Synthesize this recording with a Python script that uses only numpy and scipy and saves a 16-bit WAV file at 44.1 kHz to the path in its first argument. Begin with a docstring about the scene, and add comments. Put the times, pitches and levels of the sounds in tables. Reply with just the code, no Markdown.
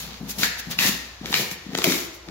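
"""Peeling paper off a plasterboard wall

The painted paper face is peeled by hand in short rips, close to a phone in a bare room.
Fibres part as dense random clicks; paint skin snaps as paired breaks with a burst of fraying noise.
Fingertips, snaps and the jerky pull ring the hollow board's modes; a loosened flap drums in the last rip.
Diffuse noise tails carry the room, over a wavering mains hum and a faint hiss."""
import sys
import numpy as np
from scipy import signal
from scipy.fft import rfft, irfft, next_fast_len
from scipy.io import wavfile
from scipy.ndimage import uniform_filter1d

SR = 44100
rng = np.random.default_rng(int(sys.argv[2]) if len(sys.argv) > 2 else 0)


def wav_out(sig):
    """Save sig, one row per channel (or a flat mono array), as 16-bit PCM at SR to the path in sys.argv[1]."""
    wavfile.write(sys.argv[1], SR, np.round(np.clip(np.atleast_2d(sig).T, -1, 1) * 32767).astype(np.int16))


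def volts_from_db(level):
    """Convert decibel levels to linear amplitude ratios."""
    exponent = np.asarray(level, float) / 20
    return 10 ** exponent


N = 101429


def unit(x):
    """Scales to rms 1."""
    return x / np.sqrt(np.mean(x ** 2))


def curve(points):
    """Linear interpolation of (time [s], value) points over the scene."""
    return np.interp(np.arange(N) / SR, *np.array(points, float).T)


def colour(x, points):
    """Minimum-phase filter through (frequency [Hz], gain [dB]) points, by the folded cepstrum."""
    size = 2048
    point_hz, point_db = np.array(points, float).T
    hz = np.maximum(np.fft.rfftfreq(size, 1 / SR), 1)
    gain_db = np.interp(np.log(hz), np.log(point_hz), point_db)
    cepstrum = irfft(gain_db * np.log(10) / 20)
    cepstrum[1:size // 2] *= 2
    cepstrum[size // 2 + 1:] = 0
    impulse = irfft(np.exp(rfft(cepstrum)))[:size // 2]
    return signal.fftconvolve(x, impulse)[:len(x)]


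def lowpass(x, hz, order):
    """Butterworth low-pass."""
    return signal.sosfilt(signal.butter(order, hz, fs=SR, output="sos"), x)


def highpass(x, hz, order):
    """Butterworth high-pass."""
    return signal.sosfilt(signal.butter(order, hz, "high", fs=SR, output="sos"), x)


def band(x, lo_hz, hi_hz):
    """Butterworth band-pass."""
    return signal.sosfilt(signal.butter(2, [lo_hz, hi_hz], "bandpass", fs=SR, output="sos"), x)


def resonance(x, hz, q):
    """Band-pass around a ring frequency, narrower for higher q."""
    return band(x, hz / (1 + 0.5 / q), hz * (1 + 0.5 / q))


def clicks(per_s, spread_db):
    """Random clicks, mostly small, a few large."""
    when, size, sign = rng.random(N), rng.exponential(size=N), rng.standard_normal(N)
    return unit((when < per_s / SR) * sign * volts_from_db(spread_db * size))


def walk(rate_hz):
    """Slow random drift, rms 1: noise averaged twice."""
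    k = int(SR / rate_hz)
    return unit(uniform_filter1d(uniform_filter1d(rng.standard_normal(N), k), k))


# hum partials: (frequency [Hz], rms level before drift [dB])
HUM_PARTIALS = [(59.5, -47.5)]
# hum drift, with a drop midway: (time [s], gain [dB])
HUM_DRIFT = [(0, -0.5), (1.3, -1.5), (1.36, -12), (1.9, -7.5), (2.3, -4)]
# hiss spectrum: (frequency [Hz], relative density [dB])
HISS_SPECTRUM = [(30, -18), (75, 0.5), (250, -21), (500, -14), (1200, -15), (3000, -20), (6500, -23),
                 (8500, -35), (16500, -42)]
HUM_WAVER_DB, HISS_DB, HISS_SHARED_HZ = 0.5, -50.5, 900


def background():
    """A slightly wavering mains hum and a hiss that both sides share in the bass."""
    t = np.arange(N) / SR
    hum = sum(volts_from_db(db) * np.sqrt(2) * np.sin(2 * np.pi * hz * t) for hz, db in HUM_PARTIALS)
    hum = hum * volts_from_db(HUM_WAVER_DB * walk(12) + curve(HUM_DRIFT))
    mid, side = (colour(rng.standard_normal(N), HISS_SPECTRUM) for _ in range(2))
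    side = highpass(side, HISS_SHARED_HZ, 1)
    hiss = mid + side * np.array([[1], [-1]])
    return hum + volts_from_db(HISS_DB) / np.std(mid) * hiss


# fine crackle spectrum: (frequency [Hz], gain [dB])
FIBRE_SPECTRUM = [(900, -29), (1700, -8), (3000, -4.5), (6800, 1), (8500, -5.5), (10500, -0.5),
                  (13000, -0.5), (16000, 2)]
FIBRES_PER_S, FIBRE_SPREAD_DB, FINE_DB = 14000, 1.5, 1


def fine_crackle(level_db):
    """Single fibres part as dense clicks of nearly even size."""
    crackle = colour(clicks(FIBRES_PER_S, FIBRE_SPREAD_DB), FIBRE_SPECTRUM)
    return unit(crackle) * volts_from_db(level_db + FINE_DB)


# coarse tearing spectrum: (frequency [Hz], gain [dB])
COARSE_SPECTRUM = [(300, -8.5), (800, 0), (1250, 1), (1550, 1), (2500, 3), (4000, 6), (6500, -3),
                   (8000, -10.5), (12000, -16.5)]
COARSE_PER_S, COARSE_SPREAD_DB, COARSE_DB = 4000, 2.4, 2


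def coarse_tearing(level_db):
    """Sparser, less even clicks, coloured by the loosened flap."""
    crackle = colour(clicks(COARSE_PER_S, COARSE_SPREAD_DB), COARSE_SPECTRUM)
    return flap(unit(crackle)) * volts_from_db(level_db + COARSE_DB)


# treble balance of the pull: (time [s], gain of the jerks' fast part [dB])
JERK_TILT = [(0, -3.5), (.9, -4.5), (1.2, -3.5), (1.75, 1.5), (2.3, -0.5)]
JERKS_PER_S, JERK_SPREAD_DB, JERK_SPLIT_HZ = 2000, 1.2, 245


def pull_jerks():
    """Random jerks of the pull, their fast part tilted against the slow over time."""
    jerks = clicks(JERKS_PER_S, JERK_SPREAD_DB)
    slow, fast = lowpass(jerks, JERK_SPLIT_HZ, 2), highpass(jerks, JERK_SPLIT_HZ, 2)
    tilt = volts_from_db(curve(JERK_TILT))
    return (slow + tilt * fast) * np.sqrt(2 / (1 + tilt ** 2))


# tearing strength: (time [s], fine crackle level [dB], coarse level re fine [dB], pull level [dB])
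TEAR_LEVELS = [(0, -39.5, -4.5, -43.5), (0.112, -57.5, 7, -40.5), (.18, -59.5, 8, -58),
               (.21, -62, -16, -34), (0.276, -57, 4, -42), (0.293, -37, -19.5, -34.5),
               (.312, -34.5, -14, -58), (.34, -54.5, 2, -46), (0.381, -46, -15, -34),
               (0.386, -34, -10, -33.5), (0.429, -33, 0, -29), (0.438, -29.5, 3, -39), (.47, -37, 1, -46),
               (0.501, -45.5, -5, -40.5), (.57, -56.5, 6, -80), (0.597, -36, -6, -39),
               (0.621, -60, 11, -65), (0.693, -57.5, 0, -39), (0.714, -32.5, -6, -32.5),
               (0.734, -48, 9.5, -49), (.775, -57, -8, -37), (0.788, -38, 0, -52), (0.809, -32, 2.5, -29.5),
               (.84, -28.5, -1, -27), (0.888, -26.5, -5, -34.5), (0.907, -34.5, -5.5, -40),
               (1.02, -52.5, 0.5, -70), (1.19, -69.5, 9, -73), (1.245, -64, 12, -30.5),
               (1.261, -47.5, 1, -34), (1.285, -50, 4, -36), (1.32, -39, -5, -35.5), (1.338, -40.5, 4, -35),
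               (1.349, -35, 4.5, -37.5), (1.401, -32, -6, -25), (1.5, -49.5, -9, -62.5),
               (1.517, -36.5, -18, -28), (1.57, -63, 5.5, -74), (1.7, -66.5, 10, -40.5),
               (1.746, -53, 2, -37), (1.751, -46, 15.5, -20.5), (1.768, -53, -17, -48.5),
               (1.785, -37, 0.5, -18.5), (1.809, -48.5, 3, -55), (1.839, -36, -9, -64),
               (1.842, -22, -15, -32), (1.858, -36, 3, -26.5), (1.878, -31.5, -5, -20.5),
               (1.929, -32.5, -2, -46.5), (2.05, -44.5, -7.5, -51), (2.12, -63.5, 9, -48),
               (2.15, -50, -7, -62), (2.2, -72, 6, -60), (2.3, -66, 1, -36)]
OWN_FIBRES_DB, OWN_COARSE_DB, PULL_DB = 7.5, 2.5, -6  # own: crackle reaching each port by its own path


def tearing():
    """Shared crackle, each port's own crackle, and the jerky pull ringing the board."""
    t = np.arange(N) / SR
    time_s, fine_db, coarse_db, pull_db = np.array(TEAR_LEVELS, float).T
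    fine_level = np.interp(t, time_s, fine_db)
    coarse_level = np.interp(t, time_s, fine_db + coarse_db)
    fine, *own_fine = (fine_crackle(fine_level) for _ in range(3))
    coarse, *own_coarse = (coarse_tearing(coarse_level) for _ in range(3))
    own = volts_from_db(OWN_FIBRES_DB) * np.array(own_fine) + volts_from_db(OWN_COARSE_DB) * np.array(own_coarse)
    jerks = pull_jerks()
    pull_gain = volts_from_db(np.interp(t, time_s, pull_db) + PULL_DB)
    pull = board(jerks * pull_gain) / np.std(board(jerks))
    return fine + coarse, own, pull


# modes of the hollow panel: (frequency [Hz], relative level [dB], t60 [s])
BOARD_MODES = [(175.5, -24, 0.023), (198.6, -3, 0.058), (243.7, -11.5, 0.11), (277.3, -2, 0.069),
               (324.3, 2.5, 0.036), (409.5, -6.5, 0.015), (626, -7, 0.01), (850, -33, 0.0043)]
BOARD_LOW_HZ = 154  # the board radiates little below


def board(force):
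    """The panel's decaying modes ring under any force; impulse response peak 1."""
    t = np.arange(SR // 4) / SR
    ring = sum(volts_from_db(db) * np.sin(2 * np.pi * hz * t) * 1000. ** (-t / t60_s)
               for hz, db, t60_s in BOARD_MODES)
    ring = highpass(ring, BOARD_LOW_HZ, 4)
    return signal.fftconvolve(force, ring / np.abs(ring).max())[:N]


# room decay: (frequency [Hz], t60 [s])
ROOM_DECAY = [(100, 0.17), (400, 0.65), (1600, 0.75), (4000, 0.57), (8000, 0.59), (14000, 0.2)]
FIRST_ECHO_S, ROOM_SHARED_HZ = 0.0088, 460  # both ports hear much the same room below


def room(x):
    """A diffuse noise tail for each side, every half octave with its own decay."""
    t = np.arange(SR) / SR
    decay_hz, decay_s = np.array(ROOM_DECAY).T
    tail = np.zeros((2, SR))
    for hz in 80 * 2 ** np.arange(0, 8, 0.5):
        t60_s = np.interp(np.log(hz), np.log(decay_hz), decay_s)
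        noise = band(rng.standard_normal((2, SR)), hz / 2 ** 0.48, hz * 2 ** 0.19)
        tail += noise * 1000. ** (-t / t60_s)
    shared = tail.sum(0) / np.sqrt(2)
    tail = tail + lowpass(shared - tail, ROOM_SHARED_HZ, 1)
    tail = tail * np.clip(t / FIRST_ECHO_S - 1, 0, 1)
    return signal.fftconvolve(x[None], tail / np.sqrt(np.sum(tail ** 2) / 2), axes=1)[:, :N]


# fingertip bumps: (time [s], level [dB], contact [s])
FINGER_TAPS = [(0.086, -25, 0.0063), (0.2064, -17, 0.0041), (0.229, -17.5, 0.0038), (0.286, -31, 0.003),
               (0.393, -23, 0.0031), (0.668, -14, 0.0055), (0.681, -23, 0.0037), (0.850, -17, 0.003),
               (0.890, -16.5, 0.0028), (1.211, -24.5, 0.0028), (1.304, -27, 0.0018), (1.663, -26, 0.0026),
               (1.688, -22.5, 0.0036), (1.73, -25, 0.0027), (1.872, -14.5, 0.002), (1.883, -16, 0.0017),
               (1.979, -26.5, 0.0018), (2.286, -37.5, 0.00077)]


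def taps():
    """Soft half-sine pushes of a fingertip ring the board; longer contact is duller."""
    t = np.arange(999) / SR
    force = np.zeros(N + 999)
    for time_s, db, contact_s in FINGER_TAPS:
        push = np.sin(np.pi * np.minimum(t / contact_s, 1))
        start = int(time_s * SR)
        force[start:start + 999] += volts_from_db(db) * push / push.sum()
    return board(force[:N])


# flap ring, stepping in pitch and level as the tearing goes on: (start [s], ring [Hz], relative level [dB])
FLAP_RINGS = [(.432, 1700, 0), (.69, 1900, -12), (.8, 1900, 0), (.88, 1750, -9), (1.34, 2300, -2),
              (1.375, 1900, -7), (1.84, 2150, -5)]
FLAP_Q = 3.75


def flap(x):
    """The loosened flap adds one papery ring, stepping in pitch and level as the tearing goes on."""
    t = np.arange(N) / SR
    ends = [row[0] for row in FLAP_RINGS[1:]] + [N]
    out = x
    for (start_s, hz, db), end_s in zip(FLAP_RINGS, ends):
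        stretch = x * ((t >= start_s) & (t < end_s))
        out = out + volts_from_db(db) * np.sqrt(FLAP_Q) * resonance(stretch, hz, FLAP_Q)
    return out


# paint skin snaps: (time [s], level [dB], ring [Hz], edge level re ring [dB], gap to second break [s])
PAINT_SNAPS = [(0.4323, -4.5, 1770, 6, 0.0017), (0.7887, -6, 2970, -12, 0.0003),
               (0.7898, -7, 3040, -14, 0.00031), (1.258, -16.5, 2130, 5.5, .002),
               (1.3271, -12.5, 1000, 3, 0.0018), (1.3409, -4, 2140, -0.5, .0015),
               (1.5125, -20, 1950, 0, .002), (1.7333, -30, 1530, 4, 0.0021),
               (1.7502, -13, 1820, 3, 0.00201), (1.7756, -12, 7300, -6, 0.0015),
               (1.786, -16, 900, 1, 0.00198), (1.8184, -18, 1280, 2, 0.0011), (1.8417, -8, 3800, 12, .002),
               (1.8426, -8, 2190, -6, 0.00068), (1.921, -8.5, 6550, -1, 0.00123),
               (2.286, -29, 2030, 3, .002)]
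SNAP_Q, SECOND_DB, FRAY_S = 2.1, 3.5, 0.0024  # second break re first; how long the edge frays
SNAP_LOW_HZ, SNAP_TOP_HZ = 1060, 6440
SNAP_THUD_DB, SNAP_OWN_DB = -24.5, -3.5  # knock on the board; edge reaching each port by its own path


def snaps():
    """Two quick breaks ring the flap and knock the board; fraying noise gives the bright edge."""
    size = 2048
    t = np.arange(size) / SR
    out, force = np.zeros((3, N + size)), np.zeros(N)
    for time_s, db, hz, bright_db, gap_s in PAINT_SNAPS:
        start = int(time_s * SR)
        breaks = np.zeros(size)
        breaks[[0, int(gap_s * SR)]] = [1, -volts_from_db(SECOND_DB)]
        ring = resonance(breaks, hz, SNAP_Q)
        edge = rng.standard_normal((3, size)) * np.exp(-(t / FRAY_S) ** 2)
        for _ in range(2):  # twice for steeper slopes
            edge = band(edge, SNAP_LOW_HZ, SNAP_TOP_HZ)
        edge = edge / np.linalg.norm(edge, axis=1, keepdims=True)
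        snap = volts_from_db(bright_db) * edge * np.linalg.norm(ring)
        snap[0] += ring  # row 0 shared, rows 1-2 one per port
        out[:, start:start + size] += volts_from_db(db) * snap / np.abs(snap[0]).max()
        force[start] = volts_from_db(db + SNAP_THUD_DB)
    return out[0, :N], volts_from_db(SNAP_OWN_DB) * out[1:, :N], board(force)


# big flap of the last rip, mostly lower as it comes free: (time [s], centre [Hz], level [dB])
BELLY_GLIDE = [(1.841, 700, -37), (1.868, 610.5, -40), (1.878, 451, -30), (1.916, 295.3, -35.5),
               (1.951, 332.5, -37), (1.98, 320, -45)]
BELLY_WIDTH_HZ, BELLY_STEADY = 74, 1.1


def belly():
    """A narrow ring made shaky by slow noise, sliding mostly down with the growing flap."""
    t = np.arange(N) / SR
    time_s, hz, db = np.array(BELLY_GLIDE, float).T
    shake = unit(lowpass(rng.standard_normal((2, N)), BELLY_WIDTH_HZ / 2, 2))
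    phase = 2 * np.pi * np.cumsum(np.interp(t, time_s, hz)) / SR
    ring = unit((BELLY_STEADY + shake[0]) * np.sin(phase) + shake[1] * np.cos(phase))
    active = (t > time_s[0]) & (t < time_s[-1])
    return ring * volts_from_db(np.interp(t, time_s, db)) * active


FLOOR_ECHO_S, FLOOR_ECHO_DB = 0.0096, -12
ROOM_DB, SNAP_ROOM_DB, BOARD_ROOM_DB = -5, -4.5, -6
LEFT_DB, BOARD_LEFT_DB, RIGHT_LAG_S = 2.5, 2.5, 0.00011  # left re right; further board gain at left


def scene():
    """The wall is nearer the left port: louder and earlier there."""
    crackle, own, pull = tearing()
    cracks, edges, knocks = snaps()
    panel = pull + knocks + taps() + belly()
    floor_echo = volts_from_db(FLOOR_ECHO_DB) * np.roll(cracks, int(FLOOR_ECHO_S * SR))
    near = crackle + panel + cracks + floor_echo
    size = next_fast_len(N + 64)
    lag = np.exp(-2j * np.pi * np.fft.rfftfreq(size, 1 / SR) * RIGHT_LAG_S)  # fractional delay
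    late = irfft(rfft(near, size) * lag, size)[:N]
    direct = np.array([near, late]) + own + edges
    direct[0] += panel * (volts_from_db(BOARD_LEFT_DB) - 1)
    wet = room(volts_from_db(ROOM_DB) * crackle + volts_from_db(SNAP_ROOM_DB) * cracks + volts_from_db(BOARD_ROOM_DB) * panel)
    return (direct + wet) * volts_from_db(LEFT_DB / 2 * np.array([[1], [-1]])) + background()


def roll_off(x):
    """The treble ends steeply here."""
    return signal.sosfilt(signal.butter(12, 16820, fs=SR, output="sos"), x)


# microphone response: (frequency [Hz], gain [dB])
MIC_RESPONSE = [(6500, 1), (7200, 0.5), (8000, -4.5), (8800, -5.5), (10500, -2.5), (12000, 1.5),
                (14500, -2), (16000, -4)]
MIC_TOP_HZ, MIC_LOW_HZ = 15790, 45


def record(dry):
    """The phone dips near 9 kHz and cuts the top and the deepest bass."""
    heard = np.array([colour(x, MIC_RESPONSE) for x in dry])
    heard = signal.sosfilt(signal.ellip(12, 0.5, 80, MIC_TOP_HZ, fs=SR, output="sos"), heard)
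    heard = highpass(heard, MIC_LOW_HZ, 2)
    return roll_off(heard)


dry = scene()
out = record(dry)
wav_out(out)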